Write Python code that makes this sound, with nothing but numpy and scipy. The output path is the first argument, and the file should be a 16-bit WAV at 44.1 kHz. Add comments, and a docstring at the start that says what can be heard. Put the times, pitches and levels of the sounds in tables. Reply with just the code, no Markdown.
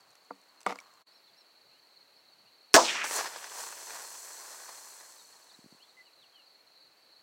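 """Open ground with brush and a hillside; crickets and a few birds far off, one microphone.
Close by, a plastic soda bottle knocks and crinkles in a hand as its wall dents. Then a rimfire rifle
shot hits a full bottle and overloads the microphone; the report scatters back from brush and hill with
a falling whizz. The bottle topples and sprays until its pressure is spent."""
import sys
import numpy as np
from scipy import signal
from scipy.fft import rfft, irfft
from scipy.io import wavfile

SR = 44100
rng = np.random.default_rng(int(sys.argv[2]) if len(sys.argv) > 2 else 0)


def put_to_file(sound):
    """Save the sound as 16-bit audio at rate SR, in the file named by the first command-line argument."""
    columns = np.atleast_2d(sound).T  # one column per channel
    safe = np.clip(columns, -1, 1)
    whole_steps = np.round(safe * 32767)
    wavfile.write(sys.argv[1], SR, whole_steps.astype(np.int16))


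N = 318402
TIME = np.arange(N) / SR
DIP_S = 1.04
# spectrum of fine patter, on soil or in the plastic wall: f/Hz, level/dB
PATTER_SPECTRUM = [(300, -14.5), (700, -3), (1100, 5), (2000, -9), (4000, -16), (7500, -13), (10000, -27),
                   (16000, -22)]


def from_db(db):
    return 10 ** (np.asarray(db) / 20)


def unit_rms(x):
    return x / np.sqrt(np.mean(x ** 2) + 1e-20)


def curve(points):
    """Points (t/s, value) joined by straight lines."""
    return np.interp(TIME, *np.transpose(points))


def add(out, s, sound):
    """Mix a short sound in at time s."""
    at = round(s * SR)
    out[at:at + len(sound)] += sound[:N - at]


def butter(x, hz, kind, order=2):
    return signal.sosfilt(signal.butter(order, hz, kind, fs=SR, output="sos"), x)


def coloured(x, spectrum):
    """A causal filter with the spectrum (f/Hz, level/dB) that keeps the level of white noise."""
    hz, db = np.transpose(spectrum)
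    log_hz = np.log(np.linspace(1, SR / 2, 4097))
    inside = np.clip(log_hz, np.log(hz[0]), np.log(hz[-1]))
    skirts = np.exp(-2 * np.abs(log_hz - inside))
    gain = unit_rms(from_db(np.interp(log_hz, np.log(hz), db)) * skirts)
    cepstrum = irfft(np.log(gain + 1e-9))
    lag = np.arange(len(cepstrum))
    cepstrum *= 1 + np.sign(lag) * np.sign(len(lag) / 2 - lag)   # minimum phase: nothing sounds early
    return signal.oaconvolve(x, irfft(np.exp(rfft(cepstrum))))[:N]


def noise(spectrum):
    return coloured(rng.standard_normal(N), spectrum)


def drift(hz):
    """A slow random wander; rms 1."""
    knots = rng.standard_normal(int(2 * hz * N / SR) + 2)
    return unit_rms(np.interp(TIME, np.arange(len(knots)) / (2 * hz), knots))


def grains(per_s, spread_db):
    """Random clicks of uneven size; rms 1."""
    sizes = from_db(spread_db * np.minimum(rng.exponential(1, N), 4)) * rng.choice([-1, 1], N)
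    return unit_rms(sizes * (rng.random(N) < per_s / SR))


def dying(t60):
    """An envelope that falls from 1 to silence."""
    t = TIME[:int(1.5 * t60 * SR) + 2]
    return np.exp(-np.log(1000) * t / t60)


def ring(hz, t60):
    """A struck mode."""
    fall = dying(t60)
    return fall * np.sin(2 * np.pi * hz * TIME[:len(fall)])


def burst(t60):
    """A puff of dying noise."""
    fall = dying(t60)
    return fall * rng.standard_normal(SR)[:len(fall)]


def swell(start, rise, t60):
    """An envelope that builds up and dies away."""
    age = np.maximum(TIME - start, 0)
    return np.minimum(age / rise, 1) * np.exp(-np.log(1000) * age / t60)


def plateau(start, attack, hold, release_db_per_s):
    """An envelope that rises, stays and then dies away."""
    age = TIME - start
    return np.clip(age / attack, 0, 1) * from_db(-release_db_per_s * np.maximum(age - attack - hold, 0))


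def hump(s, length):
    """A smooth rise and fall centred on time s."""
    return np.cos(np.pi * np.clip((TIME - s) / length, -.5, .5)) ** 2


def sinking_band(start, from_hz, to_hz, sink_s, width_hz):
    """A ragged band of noise whose pitch falls fast at first, then settles."""
    hz = to_hz + (from_hz - to_hz) * np.exp(-np.maximum(TIME - start, 0) / sink_s)
    phase = 2 * np.pi * np.cumsum(hz) / SR
    a, b = butter(rng.standard_normal((2, N)), width_hz, "low")
    flutter = from_db(2 * drift(140))
    return unit_rms(a * np.cos(phase) + b * np.sin(phase)) * flutter


def air():
    """Distant outdoor hush with a light, lumpy breeze."""
    # spectrum of the hush: f/Hz, level/dB
    hush = [(50, -31.5), (110, -22), (190, -8.5), (320, -1.5), (650, 2), (1400, -2), (2600, -3.5),
            (3500, -8), (5500, -10.5), (9000, -15), (16000, -16.5)]
    breeze = unit_rms(butter(rng.standard_normal(N), [100, 220], "band", order=3))
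    gusts = from_db(-83.5 + 5 * drift(4.5))
    return from_db(-59.5) * noise(hush) + gusts * breeze


def crickets(per_s=45, stroke_s=0.022, top_hz=4530, fall_hz=430, count=340, throb_hz=3):
    """Each wing stroke is a short tone that sags in pitch; far crickets blur into a band."""
    # spectrum of the far chorus: f/Hz, level/dB
    far_band = [(3500, -28.5), (3950, -1.5), (4200, 0), (4520, 0), (4750, -16), (5200, -31.5)]
    strokes, u = np.zeros(N), np.linspace(0, 1, int(stroke_s * SR))
    for k, (late, pitch, loud) in enumerate(rng.standard_normal((count, 3))):
        s = abs(k + .5 * late) / per_s
        hz = top_hz + 130 * pitch - fall_hz * u
        tone = np.sin(2 * np.pi * np.cumsum(hz) / SR)
        if s < N / SR - stroke_s:
            add(strokes, s, from_db(1.9 * loud) * np.sin(np.pi * u) * tone)
    throb = -np.sin(2 * np.pi * throb_hz * np.maximum(TIME - 6.55, 0))   # the insects fall into step
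    chorus_db = -62.5 - 3.5 * (TIME < DIP_S) + 0.56 * drift(3.8) + 3.5 * throb
    return from_db(chorus_db) * (from_db(3.5) * unit_rms(strokes) + from_db(2.5) * noise(far_band))


def birds(echo_db=-9, waver=0.0096):
    """Distant whistles waver along an arc of pitch, with a faint return from the slope."""
    # bird notes: t/s, length/s, first f/Hz, middle f/Hz, last f/Hz, level/dB
    notes = [(1.113, 0.08, 4600, 5560, 4930, -64), (1.27, 0.034, 3780, 3540, 3300, -62),
             (1.363, 0.06, 4700, 5580, 4900, -58), (1.7, .1, 2400, 2850, 3150, -68),
             (2.15, 0.061, 4700, 5150, 5700, -69), (2.45, 0.05, 2550, 2830, 3100, -65),
             (5.172, .05, 4150, 3890, 3550, -55), (5.489, 0.023, 4170, 3840, 3500, -51.5),
             (5.791, 0.065, 2505, 3170, 3550, -56), (5.884, .028, 4300, 3880, 3550, -57),
             (5.967, .06, 2004, 2020, 1970, -49), (6.047, 0.053, 3100, 2850, 2385, -60.5),
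             (6.211, 0.046, 4110, 3170, 2500, -54.5), (6.327, 0.1, 3274, 3010, 2605, -54.5)]
    song, wobble = np.zeros(N), drift(80)
    for s, length, first, middle, last, db in notes:
        u = np.linspace(0, 1, int(length * SR))
        arc_hz = np.polyval(np.polyfit([0, .5, 1], [first, middle, last], 2), u)
        hz = arc_hz * (1 + waver * wobble[int(s * SR):][:len(u)])
        envelope = np.sqrt(2 * np.abs(np.sin(np.pi * u)))
        add(song, s, from_db(db) * envelope * np.sin(2 * np.pi * np.cumsum(hz) / SR))
    song *= from_db(-drift(70))   # slight flutter
    slope = burst(t60=0.23)
    return song + from_db(echo_db) * signal.fftconvolve(song, slope / np.linalg.norm(slope))[:N]


def microphone_bumps():
    """Dull, quickly damped knocks on the microphone."""
    # soft bumps: t/s, level/dB
    bumps = [(5.589, -36), (5.642, -35), (5.66, -33.5), (5.724, -35), (5.747, -43.5)]
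    out = np.zeros(N)
    for s, db in bumps:
        add(out, s, from_db(db) * ring(hz=246, t60=0.016))
    return butter(out, 134, "high", order=4)


def trickle():
    """Close by, a thin stream patters on the soil until the level dips; stray drops tick."""
    before_dip = TIME < DIP_S
    patter = coloured(grains(per_s=2500, spread_db=5) * before_dip, PATTER_SPECTRUM)
    drops = butter(grains(per_s=110, spread_db=4.5) * before_dip, [5000, 9000], "band")
    return from_db(-63) * patter + from_db(-64) * drops


def crunch():
    """The bottle's wall buckles in a dense run of tiny snaps and keeps rustling under the fingers."""
    # spectrum of buckling plastic: f/Hz, level/dB
    plastic = [(80, -37), (200, 0), (400, -4), (780, 9), (1600, -7), (2200, 1), (3000, -9), (5500, -11),
               (9000, -22), (16000, -35)]
    buckling = plateau(start=.663, attack=0.0024, hold=0.051, release_db_per_s=750)
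    snaps = from_db(-33.5) * buckling * grains(per_s=3000, spread_db=5)
    rustle = from_db(-50.5) * swell(start=.73, rise=.01, t60=1.3) * grains(per_s=850, spread_db=0)
    return coloured(snaps, plastic) + coloured(rustle, PATTER_SPECTRUM)


def handled_bottle(ring_cycles=60):
    """Near the microphone, dents pop in the wall and set the body ringing; small creases tick."""
    # popping dents: t/s, level/dB, low-pass f/Hz
    dents = [(0.306, -25.5, 1570), (0.6631, -14.5, 2860), (.668, -16, 1360), (0.6802, -34, 3500),
             (.692, -34, 4000), (0.7007, -26, 2210), (0.7221, -25.5, 2770), (.756, -37, 2000)]
    # modes of the bottle: f/Hz, level/dB, t60/s
    modes = [(195, -19.5, 0.19), (278, -13, 0.15), (486, -7.5, 0.077), (604, -5, 0.026), (730, -1.5, 0.035),
             (910, -2.5, 0.04), (1060, 1, 0.018), (1203, -3.5, 0.042), (1388, -2.5, 0.027),
             (1990, -2.5, 0.015), (2180, -9.5, 0.05), (2510, -14.5, 0.017), (3690, 3, 0.0083)]
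    # sharpest crinkles of the thin wall: t/s, level/dB, ring f/Hz, relative ring level/dB
    crinkles = [(0.154, -42, 2020, -11), (0.606, -39.5, 6100, -3), (.614, -39, 5000, -7),
                (0.631, -42, 7500, 4), (0.6646, -22, 7900, -5.5), (0.725, -35.5, 6200, -6),
                (.757, -38.5, 4900, 2.5), (0.7878, -35.5, 2270, 7), (0.802, -37, 5660, 3)]
    knocks, ticks = np.zeros(N), np.zeros(N)
    for s, db, bright_hz in dents:
        body = np.zeros(SR // 4)
        for k, (hz, mode_db, t60) in enumerate(modes):
            grip_detune = 1 + .012 * rng.normal()
            strength = (-1) ** k * from_db(mode_db + rng.normal())
            add(body, 0, strength * ring(hz * grip_detune, t60)[:len(body)])
        add(knocks, s, from_db(db) * butter(body, bright_hz, "low", order=6))
    for s, db, hz, ring_db in crinkles:
        add(ticks, s, from_db(db) * burst(t60=0.015))
        add(ticks, s, from_db(db + ring_db) * ring(hz, ring_cycles / hz))
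    return butter(knocks, 190, "high") + butter(ticks, [700, 8800], "band", order=3)


def falling_drops():
    """Drops flung out by the hit rain back on the dirt and die away."""
    # spectrum of drops on dirt: f/Hz, level/dB
    spatter = [(500, -9), (1500, -3.5), (2900, 1.5), (5000, -9)]
    drops = swell(start=2.8, rise=.1, t60=3.7) * grains(per_s=320, spread_db=3)
    return from_db(-39) * coloured(drops, spatter)


def pressure_db(opens_s, spent_s=4.91, sink_db_per_s=5.5, collapse_db_per_s=23):
    """Pressure in the holed bottle sinks slowly while soda feeds it, then collapses."""
    feeding_s = np.clip(TIME, opens_s, spent_s) - opens_s
    return -sink_db_per_s * feeding_s - collapse_db_per_s * np.maximum(TIME - spent_s, 0)


def ground_bounce(direct, lag_s=.001163, share=.23):
    """A reflection off the ground reaches the microphone late and ripples the spectrum."""
    return direct + share * np.interp(TIME - lag_s, TIME, direct)


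def spray(opens_s=3.035, opening_s=0.0066, foam_follows=0.78):
    """Mist bursts out on impact; then pressure drives hissing gas and sputtering foam from the hole."""
    # the jet swings towards the microphone and away as the bottle topples and rolls: t/s, gain/dB
    aim = [(3.04, 0), (3.095, 1), (3.165, 10.5), (3.225, -0.5), (3.33, -7), (3.51, -5), (3.595, 3),
           (3.73, -2), (3.98, 0.5)]
    # gushes of foam: peak t/s, length/s, level/dB relative to the steady foam
    gushes = [(3.193, 0.2, 14), (3.266, 0.073, 8), (3.595, 0.13, 4), (3.957, 0.25, -2.5),
              (4.645, 0.43, -8.5)]
    # slaps of bottle and soda on the ground: t/s, level/dB
    slaps = [(2.953, -23), (3.041, -19.5), (3.11, -25), (3.36, -28), (3.4421, -28.5), (3.637, -32.5),
             (3.725, -33), (3.905, -32), (4.304, -38), (4.69, -34), (5.008, -41)]
    # spectrum of the gas jet: f/Hz, level/dB
    hiss = [(1500, -36), (2500, -24.5), (3600, -17), (4300, 0), (4800, -5.5), (5700, -1), (6100, 3),
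            (6550, 0.5), (7800, 3), (10000, -5), (15500, -12)]
    # spectrum of the foam: f/Hz, level/dB
    sputter = [(100, -28), (230, -19.5), (430, 0.5), (750, -1.5), (1020, 3), (1350, 0), (2000, -3),
               (2600, -10), (3600, -10), (6000, -5), (12000, -69)]
    drive_db = pressure_db(opens_s)
    opened = np.clip((TIME - opens_s) / opening_s, 0, 1)
    mist = from_db(-35) * swell(start=2.76, rise=.01, t60=0.82)
    gas = opened * from_db(-34.5 + drive_db + curve(aim))
    jet = (mist + gas) * grains(per_s=28000, spread_db=5)
    spurts = from_db(1.7 * drift(30))
    flow = opened + sum(from_db(db) * hump(s, length) for s, length, db in gushes)
    foam = flow * from_db(-41 + foam_follows * drive_db) * spurts * grains(per_s=2400, spread_db=2)
    for s, db in slaps:
        add(foam, s, from_db(db) * burst(t60=0.04))
    return ground_bounce(coloured(jet, hiss) + coloured(foam, sputter))


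def whizz():
    """A whirr falls away after the shot, loudest early in its fall; a short low moan sinks under it."""
    whirr = sinking_band(start=2.8, from_hz=5200, to_hz=1460, sink_s=.088, width_hz=900)
    whirr_level = from_db(-27.5) * plateau(start=2.8, attack=0.055, hold=0.2, release_db_per_s=258)
    crest = from_db(-26) * hump(2.895, 0.04)
    moan = sinking_band(start=2.775, from_hz=285, to_hz=155, sink_s=0.22, width_hz=13)
    moan_level = from_db(-29) * plateau(start=2.77, attack=.005, hold=0.029, release_db_per_s=425)
    return (whirr_level + crest) * butter(whirr, 1100, "high", order=3) + moan_level * moan


def echoes():
    """The blast returns as a boom and a long roll off the hill, the crack as a rush from the brush."""
    # spectrum of the boom: f/Hz, level/dB
    boom_spectrum = [(150, -55), (215, -34.5), (265, -15), (400, -9.5), (520, -5), (660, 0), (770, -4.5),
                     (950, 1), (1300, -9.5), (1700, -18), (2200, -31)]
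    # spectrum of scatter from the brush: f/Hz, level/dB
    brush_spectrum = [(1200, -15), (2200, -10), (3500, -6.5), (5700, -0.5), (8200, -8.5), (9500, -19),
                      (12000, -27.5), (16000, -32)]
    # spectrum of the hillside's roll: f/Hz, level/dB
    hill_spectrum = [(110, -31), (175, -6), (450, 3), (1100, 0), (2000, -9.5), (5000, -22.5)]
    boom = from_db(-6.5) * swell(start=2.764, rise=0.0075, t60=0.23) * noise(boom_spectrum)
    twigs = coloured(grains(per_s=7000, spread_db=3.5), brush_spectrum)
    brush = from_db(-17) * swell(start=2.745, rise=0.0048, t60=0.75) * twigs
    hill = from_db(-33.5) * swell(start=2.77, rise=0.028, t60=1.5) * noise(hill_spectrum)
    return boom + brush + hill


def rifle_shot():
    """N-shaped pressure pulses, each trailed by scatter from the ground, and the rings they start."""
    # crack, muzzle blast, impact, near reflections: t/s, level/dB, length/s, scatter level/dB, t60/s
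    pulses = [(2.7417, 0, 0.00024, -3, 0.098), (2.7453, -12.5, 0.002, -14.5, 0.05),
              (2.7487, -3, 0.0012, -26.5, .02), (2.752, -11.5, 0.00077, -10.5, 0.03),
              (2.7643, -2, 0.00082, -13, .014), (2.7662, -8.5, 0.0015, -21, .015)]
    # ringing of the blast, the struck bottle and the sharp fronts: t/s, f/Hz, level/dB, t60/s
    rings = [(2.7412, 5480, 4, 0.011), (2.745, 89, -17.5, .12), (2.7465, 700, -2, 0.014),
             (2.7523, 1700, -3, 0.056), (2.764, 337, -17, 0.29), (2.7638, 668, -0.5, 0.073),
             (2.766, 514, -8.5, 0.12)]
    # snaps of firing pin, bullet and splitting plastic: t/s, level/dB
    snaps = [(2.734, -25), (2.7416, -1), (2.7631, -2)]
    # spectrum of the ground scatter: f/Hz, level/dB
    ground = [(60, -23), (190, -20.5), (330, -0.5), (550, -2), (850, -4), (1600, 0), (2200, -7.5),
              (4000, -9), (5700, -7.5), (8200, -8.5), (9700, -21), (16000, -26)]
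    report, scatter_level, clicks = np.zeros((3, N))
    for s, pulse_db, length, scatter_db, t60 in pulses:
        phase = TIME[:SR // 100] / length
        add(report, s, from_db(pulse_db) * (2 * phase - 1) * (phase < 1))
        add(scatter_level, s, from_db(scatter_db) * dying(t60))
    for s, hz, db, t60 in rings:
        add(report, s, from_db(db) * ring(hz, t60))
    for s, db in snaps:
        add(clicks, s, from_db(db) * burst(t60=0.01))
    scatter = coloured(scatter_level * rng.standard_normal(N), ground)
    return butter(report, 220, "high") + butter(clicks, [3000, 11000], "band") + scatter


def scene(microphone_db=-7.5):
    """Near sounds, the shot with its aftermath, and the field around, in mono."""
    # the level dips briefly: t/s, gain/dB
    dip = [(1.02, 0), (1.04, -28), (1.055, -28), (1.072, 0)]
    near = handled_bottle() + crunch() + trickle() + microphone_bumps()
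    firing = rifle_shot() + echoes() + whizz() + spray() + falling_drops()
    field = crickets() + birds() + air()
    return ((near + firing + field) * from_db(microphone_db + curve(dip)))[None]


def record(dry, ceiling=.74, cutoff_hz=15900):
    """The shot overloads the microphone into soft clipping; the highest treble is cut."""
    clipped = dry / (1 + (dry / ceiling) ** 6) ** (1 / 6)
    return signal.sosfilt(signal.ellip(10, .1, 80, cutoff_hz, fs=SR, output="sos"), clipped)


dry = scene()
out = record(dry)
put_to_file(out)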